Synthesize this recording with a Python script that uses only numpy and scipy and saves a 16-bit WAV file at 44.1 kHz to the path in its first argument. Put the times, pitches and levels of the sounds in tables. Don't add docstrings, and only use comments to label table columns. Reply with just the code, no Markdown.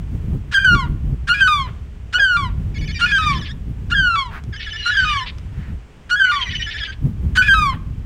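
import sys
import numpy as np
from scipy import signal
from scipy.fft import rfft, irfft, next_fast_len
from scipy.io import wavfile
from scipy.ndimage import uniform_filter1d, minimum_filter1d

SR = 44100
rng = np.random.default_rng(int(sys.argv[2]) if len(sys.argv) > 2 else 0)


def store_wav(level_fs):
    pcm = np.round(np.clip(np.atleast_2d(level_fs), -1, 1) * 32767)
    wavfile.write(sys.argv[1], SR, pcm.T.astype(np.int16))


N = 355357
TIME = np.arange(N) / SR
TOP_HZ = 15850

# frequency_hz, gain_db
THROAT_COLOUR = [(2000, -4), (2600, -2.5), (3300, -2.5), (4300, -10.5), (5200, -19.5), (9300, -33),
                 (11500, -48), (14500, -40.5)]
# frequency_hz, gain_db
RASP_COLOUR = [(600, -27.5), (1600, 12.5), (2100, -3), (3200, 1), (9500, -22.5), (11500, -50),
               (15000, -36.5)]
# frequency_hz, gain_db
YOUNG_COLOUR = [(3400, -4), (4600, -12), (5700, -10.5), (7000, -27.5), (13000, -55)]
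# frequency_hz, gain_db
CREAK_COLOUR = [(1000, -30.5), (1800, -4), (2300, 0), (2900, -1), (3900, -7), (4700, -8), (5500, -24.5),
                (12000, -67)]
WHISTLE_GLIDE = (0.96, 0.96, .92)


def undb(db):
    return 10 ** (np.asarray(db) / 20)


def unit(x):
    return x / np.sqrt(np.mean(x ** 2) + 1e-18)


def gain_at(hz, colour):
    point_hz, point_db = np.transpose(colour)
    return undb(np.interp(np.log(np.maximum(hz, 1)), np.log(point_hz), point_db))


def tint(x, colour):
    size = next_fast_len(len(x))
    bin_hz = np.arange(size // 2 + 1) * SR / size
    coloured = irfft(rfft(x, size) * gain_at(bin_hz, colour), size)
    return unit(coloured[:len(x)])


def noise(t, colour):
    return tint(rng.standard_normal(len(t)), colour)


def walk(t, rate):
    place = (t - t[0]) * rate
    knots = rng.standard_normal(2 ** 12)
    k = place.astype(int)
    blend = np.sin(np.pi / 2 * (place - k)) ** 2
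    return knots[k % len(knots)] * (1 - blend) + knots[(k + 1) % len(knots)] * blend


def span(start, end, fade=.009):
    first = int((start - fade / 2) * SR)
    last = int((max(end, start + fade) + fade / 2) * SR)
    t = np.arange(first, last) / SR
    edge_distance = np.minimum(t - t[0], t[-1] - t)
    gate = np.sin(np.pi / 2 * np.clip(edge_distance / fade, 0, 1))
    return t, np.linspace(0, 1, len(t)), gate


def arc(u, *values):
    places = np.linspace(0, 1, len(values))
    return np.polyval(np.polyfit(places, values, len(values) - 1), u)


def add(out, t, x):
    i = int(round(t[0] * SR))
    out[i:i + len(x)] += x[:len(out) - i]


def background(hum_hz=419, hum_db=-60, air_db=-45.5):
    # frequency_hz, gain_db
    air_colour = [(140, 0.5), (300, -8), (550, -13.5), (3000, -21), (4000, -30), (8000, -34),
                  (11500, -48.5), (15500, -47)]
    air = noise(TIME, air_colour) * undb(air_db + walk(TIME, 4.1))
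    hum = np.sin(2 * np.pi * np.cumsum(hum_hz + 2 * walk(TIME, 10)) / SR)
    return air + np.sqrt(2) * undb(hum_db + 2 * walk(TIME, 5.4)) * hum


def wind(buffet_db=2, rumble_db=1.8, flutter_db=-6.5, flutter_growth=1.93, mean_gust_db=-28.0):
    # time_s, gust_db
    gusts = [(0.0, -26.5), (0.29, -25), (0.62, -32), (0.74, -18), (0.81, -25), (1.14, -23), (1.17, -28.5),
             (2.29, -34), (2.4, -25.5), (3.94, -26.5), (4.26, -34), (4.44, -28.5), (4.87, -39),
             (5.02, -27.5), (5.22, -33.5), (5.74, -29.5), (5.87, -49.5), (6.43, -37), (6.5, -29.5),
             (6.93, -38), (7.06, -19.5), (7.15, -30.5), (7.22, -25), (8.05, -30.5)]
    # frequency_hz, gain_db
    rumble_colour = [(15, -8.5), (55, 8.5), (110, 1.5), (300, -63)]
    # frequency_hz, gain_db
    flutter_colour = [(70, -24.5), (140, 2.5), (330, -19), (600, -35.5), (5000, -66.5)]
    gust_db = np.interp(TIME, *np.transpose(gusts)) + buffet_db * walk(TIME, 20)
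    rumble = noise(TIME, rumble_colour) * undb(gust_db + rumble_db)
    flutter_gust_db = mean_gust_db + flutter_growth * (gust_db - mean_gust_db)
    flutter = noise(TIME, flutter_colour) * undb(flutter_gust_db + flutter_db)
    return rumble + flutter


def small_sounds():
    # start_s, length_s, centre_hz, level_db
    rustles = [(2.168, 0.065, 670, -38.5), (4.305, 0.098, 1520, -34.5), (5.523, 0.23, 1800, -47)]
    # start_s, level_db
    ticks = [(4.438, -36.5), (5.384, -35)]
    out = np.zeros(N)
    for start, length, hz, db in rustles:
        t, u, _ = span(start, start + length)
        band = [(hz / 4, -18), (hz, 0), (hz * 5, -38)]
        add(out, t, undb(db) * np.sin(np.pi * u) * noise(t, band))
    for start, db in ticks:
        t, u, gate = span(start, start + 0.008, fade=0.00047)
        add(out, t, undb(db) * gate * np.exp(-4 * u) * noise(t, [(6000, 40), (15000, 10)]))
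    return out


def syrinx(t, hz, overtones_db, throat, jitter, shimmer_db=1.76, flicker_db=3):
    phase = 2 * np.pi * np.cumsum(hz * (1 + jitter * walk(t, 500))) / SR
    tone = np.sin(phase)
    for k in range(2, int(TOP_HZ / np.max(hz)) + 1):
        strength = undb(overtones_db + flicker_db * walk(t, 33.6))
        tone = tone + gain_at(k * hz, throat) * strength * np.sin(k * phase)
    return np.sqrt(2) * tone * undb(shimmer_db * walk(t, 400))


def squeak(start, length, contour_hz, db, overtones_db, breathy_db=-18, waver=0.0155, uneven_db=2,
           hoarse=.3, hoarse_hz=335):
    t, u, gate = span(start, start + length)
    hz = arc(u, *contour_hz) * (1 + waver * walk(t, 80))
    tone = syrinx(t, hz, overtones_db, YOUNG_COLOUR, jitter=.01, shimmer_db=1.5)
    tremor_hz = hoarse_hz * np.exp(0.16 * walk(t, 60))
    tone = tone * (1 + hoarse * np.sin(2 * np.pi * np.cumsum(tremor_hz) / SR))
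    level = undb(db + arc(u, -1, 1.63, 1.5) + uneven_db * walk(t, 70))
    return t, gate * level * (tone + undb(breathy_db) * noise(t, CREAK_COLOUR))


def creak(start, length, db, creak_hz=335, creak_scatter=0.13, ring_db=-3, ring_hz=3450):
    t, u, _ = span(start, start + length)
    cycles = np.cumsum(creak_hz * np.exp(creak_scatter * walk(t, 80))) / SR
    clicks = np.diff(np.floor(cycles), prepend=0)
    pulses = tint(clicks, CREAK_COLOUR) + undb(-15) * noise(t, CREAK_COLOUR)
    ring = syrinx(t, ring_hz * (1 + .06 * walk(t, 60)), -12, YOUNG_COLOUR, jitter=.02)
    ring = ring * np.exp(-3 * (cycles % 1))
    level = np.abs(np.sin(np.pi * u)) * undb(db + 2 * walk(t, 100))
    return t, level * unit(pulses + undb(ring_db) * tint(ring, CREAK_COLOUR))


def trill(second_voice_hz=2320, second_fade_db=18, second_masks_db=5):
    # start_s, end_s, beat_s, squeak_start_hz, squeak_end_hz (pitches across the bout)
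    bouts = [(2.745, 3.53, .0668, 1780, 1800), (4.528, 5.3, .0672, 1780, 1760),
             (6.25, 6.93, .069, 2060, 1640)]
    # level_db, overtones_db, second_voice_db (against the squeak)
    bout_tones = [(-35, 5, 1.5), (-28, -2.5, -14), (-28, -3.5, -6)]
    squeak_s, squeak_sag = .039, .13
    squeak_swell_db = 5.5
    whistle_hz, whistle_db = 3156, -4.5
    scatter, scatter_db = .03, 1.5
    out = np.zeros(N)
    for (start, end, beat_s, *pitch_hz), (level_db, overtones_db, second_db) in zip(bouts, bout_tones):
        beats = np.arange(start, end - beat_s / 2, beat_s)
        progress = np.linspace(0, 1, len(beats))
        chances = rng.standard_normal((len(beats), 4))
        for beat, u, chance in zip(beats, progress, chances):
            db = level_db - squeak_swell_db * (2 * u - 1) ** 2 + scatter_db * chance[0]
            dip = 1 + squeak_sag * np.array([.7, -.3, .5]) + scatter * chance[1:]
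            main_hz = arc(u, *pitch_hz) * dip
            main_db = db - second_masks_db * undb(second_db) * (1 - u)
            add(out, *squeak(beat, squeak_s, main_hz, main_db, overtones_db))
            faded_db = db + second_db - second_fade_db * u ** 2
            add(out, *squeak(beat, squeak_s, second_voice_hz * dip, faded_db, overtones_db))
            if u < 1:
                glide_hz = whistle_hz * np.array(WHISTLE_GLIDE)
                add(out, *squeak(beat + squeak_s, beat_s - squeak_s, glide_hz, db + whistle_db, overtones_db))
    return out


def young_bird(loud_overtones_db=-6, gives_way_db=-9):
    # start_s, length_s, pitch_hz, level_db
    loud_whistles = [(4.765, 0.079, 3000, -32.5), (4.827, .1, 4250, -31.5), (4.989, 0.15, 3097, -30),
                     (6.411, 0.026, 3316, -22), (6.551, 0.018, 3140, -21), (6.62, 0.013, 3070, -21.5)]
    # start_s, length_s, level_db
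    loud_creaks = [(3.322, 0.022, -27.5), (3.444, 0.038, -32.5), (4.595, 0.058, -29.5),
                   (4.686, 0.026, -36.5), (5.258, 0.048, -30), (6.503, 0.029, -28.5), (6.7, 0.042, -29.5),
                   (6.777, 0.024, -29.5), (6.843, .026, -30.5), (6.92, 0.021, -37)]
    out, busy = np.zeros(N), np.zeros(N)
    outbreaks = []
    for start, length, hz, db in loud_whistles:
        glide_hz = hz * np.array(WHISTLE_GLIDE)
        outbreaks.append(squeak(start, length, glide_hz, db, loud_overtones_db, breathy_db=-8, hoarse=0.076))
    for start, length, db in loud_creaks:
        outbreaks.append(creak(start, length, db))
    for t, sound in outbreaks:
        add(out, t, sound)
        add(busy, t, np.sqrt(np.hanning(len(t))))
    return out + trill() * undb(gives_way_db * busy)


def opening_rasp(start, end, db):
    t, u, gate = span(start, end)
    return t, gate * undb(db + arc(u, -12.5, -1.2, 0)) * noise(t, RASP_COLOUR)


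def first_note(start, end, start_hz, settled_hz, db, overtones_db, husk_db):
    t, u, gate = span(start, end)
    brightness_db = overtones_db + 3.5 + arc(u, 0, 1, -16.5)
    tone = syrinx(t, arc(u, start_hz, settled_hz), brightness_db, THROAT_COLOUR, jitter=0.011)
    level = undb(db - 2 + arc(u, -3.1, 1, -2.5))
    return t, gate * level * (tone + undb(husk_db + 0.5) * noise(t, RASP_COLOUR))


def two_voiced_break(start, end, high_hz, settled_hz, db, second_db, second_voice_hz=2460, above_hz=65):
    t, u, gate = span(start, end)
    main_hz = (high_hz + above_hz) * (1 + .015 * walk(t, 79))
    tone = syrinx(t, main_hz, -8.5, THROAT_COLOUR, jitter=0.0042, shimmer_db=1.0)
    second_hz = second_voice_hz * (1 + .015 * walk(t, 60))
    second = syrinx(t, second_hz, -6, THROAT_COLOUR, jitter=.016, shimmer_db=2)
    lingering_hz = settled_hz * (1 + 0.0063 * walk(t, 60))
    lingering = syrinx(t, lingering_hz, -7, THROAT_COLOUR, jitter=0.054)
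    second = second + undb(-5 - 10 * u) * lingering + undb(-9) * noise(t, RASP_COLOUR)
    yields = 1 / (1 + undb(second_db + 21.5))
    second_level = undb(second_db + arc(u, 1.5, -12.5, 0.92))
    return t, gate * (undb(db - 6) * yields * tone + second_level * second)


def high_note(start, end, high_hz, db, overtones_db, husk_db, waver, swell_db):
    sink_hz_per_s, sag_hz = 1660, 15
    t, u, gate = span(start, end)
    hold = np.sin(np.pi * u)
    hz = (high_hz - sink_hz_per_s * (t - start) - sag_hz * hold) * (1 + waver * walk(t, 40))
    tone = syrinx(t, hz, overtones_db, THROAT_COLOUR, jitter=0.005, shimmer_db=0.9)
    level = undb(db + arc(u, 0, .2, -1) + swell_db * walk(t, 54.8))
    return t, gate * level * (tone + undb(husk_db - 10 * hold) * noise(t, RASP_COLOUR))


def register_crack(low_s, low_db, crack_db=-12):
    t, _, gate = span(low_s - .004, low_s)
    return t, gate * undb(low_db + crack_db) * noise(t, RASP_COLOUR)


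def low_note(start, end, low_hz, low_db, fade_db, overtones_db, husk_db, waver, swell_db):
    t, u, gate = span(start, end)
    hold = np.sin(np.pi * u)
    hz = low_hz * arc(u, 0.99, .752) * (1 + .028 * hold + waver * walk(t, 41.8))
    tone = syrinx(t, hz, overtones_db + 4 - 5 * u ** 3, THROAT_COLOUR, jitter=0.0067, shimmer_db=0.25)
    tone = tone * np.sqrt(np.minimum(10 * (1 - u), 1))
    level = undb(low_db - fade_db * u + 5.4 * hold + swell_db * walk(t, 55.4))
    return t, gate * level * (tone + undb(husk_db) * noise(t, RASP_COLOUR))


def closing_puff(end_s, low_db, fade_db, fray_db=-14):
    t, u, _ = span(end_s - .025, end_s + 0.036)
    puff = noise(t, [(700, -3.5), (1100, 3), (3200, -9), (6000, -42)])
    return t, undb(low_db - fade_db / 2 + fray_db) * np.sin(np.pi * u) ** 2 * puff


def cry(times, voice, husk_db=-35, waver=0.0052, swell_db=2.0):
    rasp_s, first_s, high_s, low_s, end_s = times
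    first_hz, high_hz, low_hz, db, low_db, fade_db, overtones_db, rasp_db, second_db = voice
    break_s = min(first_s + .048, high_s - 0.012)
    settled_hz = first_hz + .75 * (1500 - first_hz)
    return [opening_rasp(rasp_s, first_s, rasp_db),
            first_note(first_s, break_s, first_hz, settled_hz, db, overtones_db, husk_db),
            two_voiced_break(break_s, high_s, high_hz, settled_hz, db, second_db),
            high_note(high_s, low_s, high_hz, db, overtones_db, husk_db, waver, swell_db),
            register_crack(low_s, low_db),
            low_note(low_s, end_s, low_hz, low_db, fade_db, overtones_db, husk_db, waver, swell_db),
            closing_puff(end_s, low_db, fade_db)]


def gull(edge_hz=9500, edge_slope=0.91, plain_rasp_db=-24):
    # rasp_s, first_note_s, high_note_s, low_note_s, end_s
    cry_times = [(0.516, 0.543, 0.648, 0.75, 0.86), (1.274, 1.294, 1.408, 1.478, 1.675),
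                 (2.128, 2.142, 2.198, 2.37, 2.495), (2.992, 3.014, 3.12, 3.186, 3.385),
                 (3.901, 3.918, 3.952, 4.159, 4.305), (4.846, 4.86, 4.97, 5.048, 5.255),
                 (6.096, 6.11, 6.198, 6.317, 6.45), (7.355, 7.375, 7.484, 7.542, 7.735)]
    # first_note_hz, high_note_hz, low_note_hz, level_db, low_note_db, low_note_fade_db,
    # overtones_db, opening_rasp_db, second_voice_db
    cry_voices = [(1642, 1556, 1190, -10, -21, 15.5, -10.5, -24.5, -31),
                  (1390, 1600, 1271, -12, -14.5, 19.5, -10.5, -20.5, -18.5),
                  (1440, 1659, 1200, -13.5, -20.5, 20, -10, -26, -21),
                  (1373, 1660, 1318, -13, -19, 14, -10, -24, -16.5),
                  (1380, 1655, 1180, -15, -20, 22.5, -10.5, -27.5, -53),
                  (1392, 1610, 1274, -15, -23, 9.5, -8.5, -30, -47),
                  (1430, 1605, 1228, -13, -18, 20, -11, -25, -45),
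                  (1510, 1660, 1319, -8.7, -14.5, 12, -11.5, -17.5, -14)]
    out = np.zeros(N)
    treble = signal.butter(2, edge_hz, "high", fs=SR, output="sos")
    for times, voice in zip(cry_times, cry_voices):
        *_, rasp_db, _ = voice
        edge = undb(edge_slope * (rasp_db - plain_rasp_db)) - 1
        for t, sound in cry(times, voice):
            add(out, t, sound + edge * signal.sosfiltfilt(treble, sound))
    return out


def houses(x, roof_db=-13, tail_db=-22.5, t60=0.42):
    lag = .012 + .002 * walk(TIME, 1.5)
    bounce = np.interp(TIME - lag, TIME, x)
    t = TIME[:SR]
    tail = noise(t, [(2000, -10.5), (14000, -20.5)]) * undb(-60 * t / t60)
    tail = tail / np.sqrt(np.sum(tail ** 2))
    return x + undb(roof_db) * bounce + undb(tail_db) * signal.fftconvolve(x, tail)[:N]


def scene():
    near = gull() + young_bird() + small_sounds()
    return (houses(near) + wind() + background())[None]


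def record(dry, ceiling=.69, limit_s=.006):
    size = int(limit_s * SR)
    needed_gain = ceiling / np.maximum(np.abs(dry), ceiling)
    gain = uniform_filter1d(minimum_filter1d(needed_gain, size), size)
    low_pass = signal.ellip(10, .2, 80, TOP_HZ, fs=SR, output="sos")
    return signal.sosfilt(low_pass, dry * gain)


dry = scene()
out = record(dry)
store_wav(out)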